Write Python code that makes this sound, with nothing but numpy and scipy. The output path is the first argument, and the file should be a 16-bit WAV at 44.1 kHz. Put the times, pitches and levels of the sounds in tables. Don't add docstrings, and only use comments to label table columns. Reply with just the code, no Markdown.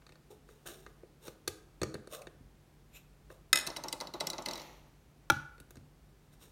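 import sys
import numpy as np
from scipy import signal
from scipy.fft import rfft, irfft
from scipy.io import wavfile

SR = 44100
rng = np.random.default_rng(int(sys.argv[2]) if len(sys.argv) > 2 else 0)


def materialize(psi):
    bounded = np.clip(np.atleast_2d(psi).T, -1, 1)
    quanta = np.round(bounded * 32767).astype(np.int16)
    wavfile.write(sys.argv[1], SR, quanta)


N = 287355
TIME = np.arange(N) / SR

# frequency_hz, density_db
ROOM_TONE = [(13, -44.5), (22, -16), (36, -7), (49, 0), (70, -13), (152, -13), (242, -17.5), (294, -18.5),
             (420, -20.5), (496, -24.5), (636, -26), (792, -25.5), (885, -28.5), (2520, -35.5), (3230, -37),
             (16000, -45.5)]
# pitch_hz, rms_db
HUM_PARTIALS = [(48.5, -69), (147, -68.5)]
# frequency_hz, t60_s
KITCHEN_DECAY = [(100, .4), (400, .42), (1400, 0.6), (4000, 0.38), (9000, .38), (16000, 0.3)]

# start_s, thud_db, tick_db, hardness_hz
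CUP_TOUCHES = [(0.02, -68, -62, 2500), (0.489, -55, -55, 4500), (0.657, -47, -58, 6000),
               (0.686, -46, -48, 7000), (0.864, -49.5, -46, 3400), (1.033, -44.5, -72, 6000),
               (1.28, -41.5, -43, 6500), (1.4755, -38, -34, 8000), (1.478, -34, -27.5, 11000),
               (1.8162, -27.5, -34.5, 7000), (1.832, -29, -30, 7000), (1.942, -36, -42, 8000),
               (1.952, -39, -51, 3000), (2.073, -47, -52, 8000), (2.219, -55, -47, 8500),
               (2.27, -45.5, -44, 4000), (3.302, -49, -58, 3500), (5.58, -58, -56, 5000),
               (5.601, -54, -52, 15000), (5.707, -55, -51.5, 15000), (5.756, -54, -55, 8000),
               (5.769, -54, -53, 7000)]
# peak_s, rise_s, fall_s, hiss_db, note_db, pitch_hz
FINGER_RUBS = [(0.316, 0.01, 0.03, -63, -53.5, 400), (0.51, .02, 0.075, -68, -65, 450),
               (0.668, 0.004, 0.024, -45, -56.5, 1600), (0.73, .04, 0.093, -59.5, -57, 382),
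               (1.275, .027, 0.024, -52.5, -55, 450), (2.149, 0.021, 0.018, -45, -46.5, 575),
               (2.213, .03, 0.033, -72, -51, 590), (2.965, .02, .025, -61, -66, 2660),
               (3.315, .012, 0.036, -63, -56.5, 560), (6.338, .012, 0.014, -66, -80, 450),
               (6.432, .018, 0.047, -59, -68, 497)]
# start_s, level_db
COUNTER_PUSHES = [(1.274, -47), (1.817, -34), (1.947, -38), (2.403, -47), (5.303, -34), (5.318, -30),
                  (5.601, -47), (5.768, -41)]
# start_s, level_db, top_over_middle_db, slug_db
RIM_TAPS = [(3.6665, -29, 3, -48), (3.6725, -20, 1, -42), (3.7014, -32, -15, -50), (3.7632, -27.5, -8, -44),
            (3.7688, -30, 4, -46), (3.8375, -30.5, 2, -42), (3.8836, -26, -2, -53), (3.9268, -23.5, 6, -45),
            (4.0028, -32, 0, -50), (4.0101, -28.5, 1.5, -42), (4.071, -33, -5, -52), (4.138, -33, -4, -42),
            (4.202, -34, 2, -50), (4.2064, -20, -1, -39), (4.2696, -19, -1.5, -43), (4.301, -27, 4, -50),
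            (4.3325, -28, -7, -45), (4.3818, -28, -13, -41), (4.4223, -38, 1, -56)]
# start_s, level_db
BASE_CONTACTS = [(5.3002, -13), (5.3037, -15.5), (5.3207, -31.5)]

# pitch_hz, width_hz, level_db
CUP_MODES = [(332, 85, 1.5), (502, 72, 1.5), (610, 110, -2.5), (1210, 160, -6.5), (1567, 190, -12.5),
             (2517, 130, -11), (2756, 340, -16), (3564, 83, -16), (3630, 310, -9.5), (4100, 83, -9.5),
             (5506, 200, -14), (6780, 380, -10.5), (7240, 200, -13.5), (8260, 340, -10.5), (9010, 340, -13),
             (9810, 300, -12.5), (11400, 240, -21), (12200, 450, -12.5), (14000, 900, -24)]
COUNTER_MODES = [(86, 25, -0.5), (143, 20.5, -1), (212.5, 42, -8), (287, 18, -7)]
WALL_MODES = [(2540, 130, 0), (3880, 200, -8), (7120, 200, -7), (12100, 250, -6)]
JAR_MODES = [(1292, 51, -6), (1600, 100, -6), (1770, 90, -4), (2036, 22, 2.5), (2535, 23, 3),
             (3036, 304, -21), (3765, 80, 0.5), (3920, 110, -9), (5120, 66, -0.5), (5390, 130, -3),
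             (6690, 57, 0.5), (6800, 89.3, 0), (7180, 100, -15), (7970, 160, -13), (9030, 110, -3),
             (9400, 120, -10), (10790, 112, -12), (11720, 150, -9.5), (13170, 560, -20)]
RIM_MODES = [(2035, 45, 3), (2610, 50, -3), (2950, 140, -5), (3380, 52, -6), (3912, 47, 7.5),
             (4480, 430, -1.5), (5510, 73, 7), (6000, 820, -4), (6480, 150, 0), (7200, 59, 3),
             (8040, 33, -3), (8580, 370, -10.5), (9780, 180, -7), (11300, 150, -25), (11600, 230, -16),
             (12900, 260, -26), (14000, 530, -15)]
BASE_MODES = [(131.3, 14, -25), (330, 22, -4), (578, 25, -19), (800, 25, -6), (872, 130, -7),
              (1251, 30, -1.5), (1384, 72, 4), (1310, 4, -12), (1465, 3, -1), (1684, 71, -14.5),
              (2310, 140, -10), (2670, 99, -11.5), (3240, 92, -20), (4100, 360, -25), (5076, 87, -25),
              (5720, 150, -18.5), (5880, 80, -32), (8800, 550, -28), (11150, 270, -28)]

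# frequency_hz, density_db
CUP_CRACK = [(130, -14), (250, -5), (400, -8), (580, -4), (850, -12), (1300, -5.5), (2100, -0.5),
             (3000, -3.5), (7000, -8.5), (11000, -5), (16000, -6)]
JAR_CRACK = [(88, -54), (150, -14.5), (2270, -16.5), (2550, -1.5), (3350, -5.5), (3770, -4.5), (6140, -10),
             (6770, -2.5), (7900, -12), (9400, -6.5), (16000, -25.5)]
GROUNDS_PATTER = [(65, -48), (110, -17), (157, -4), (225, -10), (345, 0), (428, -9), (584, -1.5), (786, -8),
                  (875, 1), (963, -5.5), (1360, -11), (1730, -25), (1900, -21.5), (2470, -49.5),
                  (4180, -120)]
SLIDING_HISS = [(1000, -34), (1700, -6), (2030, -0.5), (3700, -6.5), (4030, -3.5), (5090, -12),
                (5980, -6.5), (7210, -13), (7700, -23), (14800, -15), (16000, -27.5)]
TAP_CRACK = [(820, -39), (1400, -9), (2060, -13), (2330, -17), (3960, -4), (5600, -5), (14200, -20),
             (16000, -24)]
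RIM_GRIT = [(1200, -25), (2200, -5), (3000, -2), (4000, 0), (6000, -1), (8000, -9), (13000, -13),
            (16000, -20)]
BASE_CRACK = [(150, -23), (450, -23), (900, -10), (1400, -4.5), (1900, -10.5), (2600, -5), (5000, -19),
              (6200, -15), (7300, -22), (8800, -17), (11500, -18.5), (16000, -32.5)]

# start_s, level_db, first_gap_s, gap_ratio, loss_per_contact_db
CREAK = (0.066, -50, 0.026, 1.14, 1.8)
REBOUNDS = (3.5575, -19, 0.0157, 0.88, 4.5)
SETTLE = (4.4599, -20, 0.0259, 0.95, 2.6)
CLINK_S, CLINK_DB = 3.5298, -9.5
CUTOFF_HZ = 16200


def from_db(db):
    return 10 ** (np.asarray(db) / 20)


def rms_one(x):
    return x / np.sqrt(np.mean(x ** 2) + 1e-20)


def energy_one(x):
    return x / np.sqrt(np.sum(x ** 2) + 1e-20)


def at_hz(points, hz):
    freqs, values = np.transpose(points)
    return np.interp(np.log(np.maximum(hz, 1)), np.log(freqs), values)


def coloured(x, spectrum):
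    hz = np.fft.rfftfreq(len(x), 1 / SR)
    return rms_one(irfft(rfft(x) * from_db(at_hz(spectrum, hz)), len(x)))


def cut(x, hz, kind, order=2):
    return signal.sosfilt(signal.butter(order, hz, kind, fs=SR, output="sos"), x + 1e-18)


def through(x, response):
    return signal.fftconvolve(x, response)[:N]


def swell(peak_s, rise_s, fall_s):
    lag = TIME - peak_s
    return np.exp(-np.minimum(np.where(lag < 0, (lag / rise_s) ** 2 / 2, lag / fall_s), 20))


def grains(per_s, spread_db):
    sizes = from_db(spread_db * np.minimum(rng.exponential(1, N), 4)) * rng.choice([-1, 1], N)
    return rms_one(sizes * (rng.random(N) < per_s / SR))


def ringing(modes):
    t, ring = TIME[:SR // 3], 0
    for k, (hz, width, db) in enumerate(modes):
        decay = from_db(db) * width * np.exp(-np.pi * width * t)
        ring += (-1) ** k * decay * np.cos(2 * np.pi * hz * t)
    return energy_one(ring)


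def body(modes, crack_spectrum, crack_db, crack_s):
    t = TIME[:SR // 3]
    crack = energy_one(coloured(rng.standard_normal(len(t)), crack_spectrum) * np.exp(-t / crack_s))
    response = ringing(modes) + from_db(crack_db) * crack
    return response / (3 * np.std(response[:SR // 500]))


def contacts(times, levels_db, grit, grit_s, hardness_hz=None):
    force, t = np.zeros(N + SR), TIME[:SR // 30]
    for k, slips in enumerate(rng.standard_normal((len(times), len(t)))):
        touch = energy_one((t == 0) + grit * energy_one(slips * np.exp(-t / grit_s)))
        if hardness_hz is not None:
            touch = cut(touch, min(hardness_hz[k], CUTOFF_HZ), "low")
        start = round(times[k] * SR)
        force[start:start + len(t)] += from_db(levels_db[k]) * touch
    return force[:N]


def run_of(start_s, level_db, gap_s, gap_ratio, loss_db, count):
    k = np.arange(count)
    gaps = gap_s * gap_ratio ** k
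    return start_s + np.cumsum(gaps) - gaps, level_db - loss_db * k


def room_tone():
    hum = sum(np.sqrt(2) * from_db(db) * np.sin(2 * np.pi * (hz * TIME + rng.random()))
              for hz, db in HUM_PARTIALS)
    return hum + from_db(-61.5) * coloured(rng.standard_normal(N), ROOM_TONE)


def touch_force(start_s, thud_db, tick_db, hardness_hz):
    knock_db = (thud_db + tick_db) / 2 + 0.5 - 6.5 * np.log2(hardness_hz / 6000)
    thud = cut(contacts(start_s, thud_db, grit=0.33, grit_s=0.003), 700, "low", order=3)
    knock = cut(contacts(start_s, knock_db, grit=0.6, grit_s=0.0024), [1050, 2300], "band")
    tick = cut(contacts(start_s, tick_db, grit=1.0, grit_s=0.0014, hardness_hz=hardness_hz), 2200, "high")
    return from_db(14.7) * thud + from_db(13) * (knock + tick)


def handling():
    start_s, db = run_of(*CREAK, count=4)
    creak = touch_force(start_s, thud_db=db - 6, tick_db=db, hardness_hz=np.full(len(db), 4700))
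    touches = touch_force(*np.transpose(CUP_TOUCHES))
    return through(creak + touches, body(CUP_MODES, CUP_CRACK, crack_db=-1.5, crack_s=0.0053))


def counter():
    passed_on = [(start_s, thud_db - 11) for start_s, thud_db, _, _ in CUP_TOUCHES]
    force = contacts(*np.transpose(COUNTER_PUSHES + passed_on), grit=0.3, grit_s=0.0074)
    thump = cut(ringing(COUNTER_MODES), [65, 350], "band")
    return through(force, thump / np.abs(thump).max())


def rubbing():
    friction = grains(per_s=5000, spread_db=4)
    hiss_level, hollow = np.zeros(N), np.zeros(N)
    for peak_s, rise_s, fall_s, hiss_db, note_db, hz in FINGER_RUBS:
        stroke = swell(peak_s, rise_s, fall_s)
        note = cut(friction, [hz / 1.2, hz * 1.17], "band")
        overtone = from_db(-10.5) * cut(friction, [hz * 1.75, hz * 2.15], "band")
        hiss_level += from_db(hiss_db) * stroke
        hollow += from_db(note_db) * stroke * rms_one(note + overtone)
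    wall = rms_one(through(friction, ringing(CUP_MODES))) + from_db(-5.5) * coloured(friction, CUP_CRACK)
    return hiss_level * rms_one(cut(wall, 850, "high")) + hollow


def squeak():
    singing = rms_one(through(grains(per_s=9000, spread_db=1.5), ringing(WALL_MODES)))
    return from_db(-55) * swell(peak_s=2.965, rise_s=0.018, fall_s=0.022) * singing


def clinks():
    blow = contacts([CLINK_S], [CLINK_DB], grit=0.3, grit_s=0.0008)
    rebounds = contacts(*run_of(*REBOUNDS, count=5), grit=0.6, grit_s=0.0012)
    jar = body(JAR_MODES, JAR_CRACK, crack_db=-5.5, crack_s=0.003)
    return from_db(6.5) * through(blow + rebounds, jar)


def grounds(rise_s=0.004, slide_peak_s=4.6, rise_db_per_s=170, fall_db_per_s=80):
    # peak_s, level_db, fall_s; the first clink and the closing chatter let longer pours go
    slugs = [(tap_s + 0.007, slug_db, 0.03) for tap_s, _, _, slug_db in RIM_TAPS]
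    pours = [(CLINK_S + 0.016, -43.5, 0.08), (SETTLE[0] + 0.008, -41.5, 0.115)]
    flow = np.sqrt(sum((from_db(db) * swell(peak_s, rise_s, fall_s)) ** 2
                       for peak_s, db, fall_s in slugs + pours))
    lag = TIME - slide_peak_s
    slide = from_db(-56.5 - np.maximum(-rise_db_per_s * lag, fall_db_per_s * lag))
    patter = from_db(0.5) * flow * coloured(grains(per_s=2500, spread_db=3.0), GROUNDS_PATTER)
    hiss = (from_db(-13.5) * flow + slide) * coloured(grains(per_s=9000, spread_db=1.5), SLIDING_HISS)
    return patter + hiss


def rim_contacts():
    chatter = [(start_s, db, -4) for start_s, db in zip(*run_of(*SETTLE, count=8))]
    return np.vstack([np.array(RIM_TAPS)[:, :3], chatter])


def rattle(points=4, low_fade_db_per_s=7):
    knocks, sound = rim_contacts(), 0
    for k in range(points):
        start_s, db, top_db = np.transpose(knocks[k::points])
        low_db = db + 3 - low_fade_db_per_s * (start_s - CLINK_S)
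        low = cut(contacts(start_s, low_db, grit=0.7, grit_s=0.0018), 3000, "low", order=3)
        middle = cut(contacts(start_s, db, grit=1.0, grit_s=0.0018), [3200, 6400], "band")
        top = cut(contacts(start_s, db + top_db, grit=1.0, grit_s=0.001), 6500, "high")
        modes = [(hz, width, level_db + rng.normal(0, 2.1)) for hz, width, level_db in RIM_MODES]
        sound += through(low + middle + top, body(modes, TAP_CRACK, crack_db=-6.5, crack_s=0.0036))
    return from_db(3) * sound


def rim_scrape():
    pressure = sum(from_db(db - 29) * swell(knock_s, rise_s=0.003, fall_s=0.007)
                   for knock_s, db, _ in rim_contacts())
    return pressure * coloured(grains(per_s=5000, spread_db=3.0), RIM_GRIT)


def landing():
    force = contacts(*np.transpose(BASE_CONTACTS), grit=0.33, grit_s=0.001)
    return from_db(6) * through(force, body(BASE_MODES, BASE_CRACK, crack_db=-9.5, crack_s=0.00193))


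def all_directions(x, above_hz, blur_hz):
    treble = cut(x, above_hz, "high", order=4)
    turns = np.cumsum(rms_one(cut(rng.standard_normal(N), blur_hz, "low"))) * blur_hz / SR
    blurred = np.sqrt(2) * treble * np.cos(2 * np.pi * turns)
    return cut(x, above_hz, "low", order=4) + blurred


def kitchen(first_echo_s, build_s):
    t, edges = TIME[:SR], np.geomspace(50, 18000, 13)
    white, tail = rng.standard_normal((2, SR)), 0
    for k, (low, high) in enumerate(zip(edges, edges[1:])):
        t60_s = at_hz(KITCHEN_DECAY, np.sqrt(low * high))
        tail += cut(white[k % 2], [low, high], "band") * from_db(-60 * t / t60_s)
    return energy_one(tail * np.clip((t - first_echo_s) / build_s, 0, 1))


def scene():
    cup = handling() + rubbing() + squeak() + counter()
    clink = clinks()
    shake = rattle() + rim_scrape()
    knock = landing()
    pour = grounds()
    plastic = from_db(-14.5) * cup + from_db(-16) * shake + from_db(-16.5) * knock
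    to_room = all_directions(plastic, above_hz=2900, blur_hz=450)
    to_room += from_db(-14.5) * clink + from_db(-11) * pour
    to_room += from_db(-10) * cut(cup, 550, "low")
    room = through(to_room, kitchen(first_echo_s=0.005, build_s=0.008))
    return (cup + clink + shake + knock + pour + room + room_tone())[None]


def record(dry):
    thin = cut(dry, 36.28, "high")
    return signal.sosfilt(signal.ellip(10, 0.2, 80, CUTOFF_HZ, fs=SR, output="sos"), thin)


dry = scene()
out = record(dry)
materialize(out)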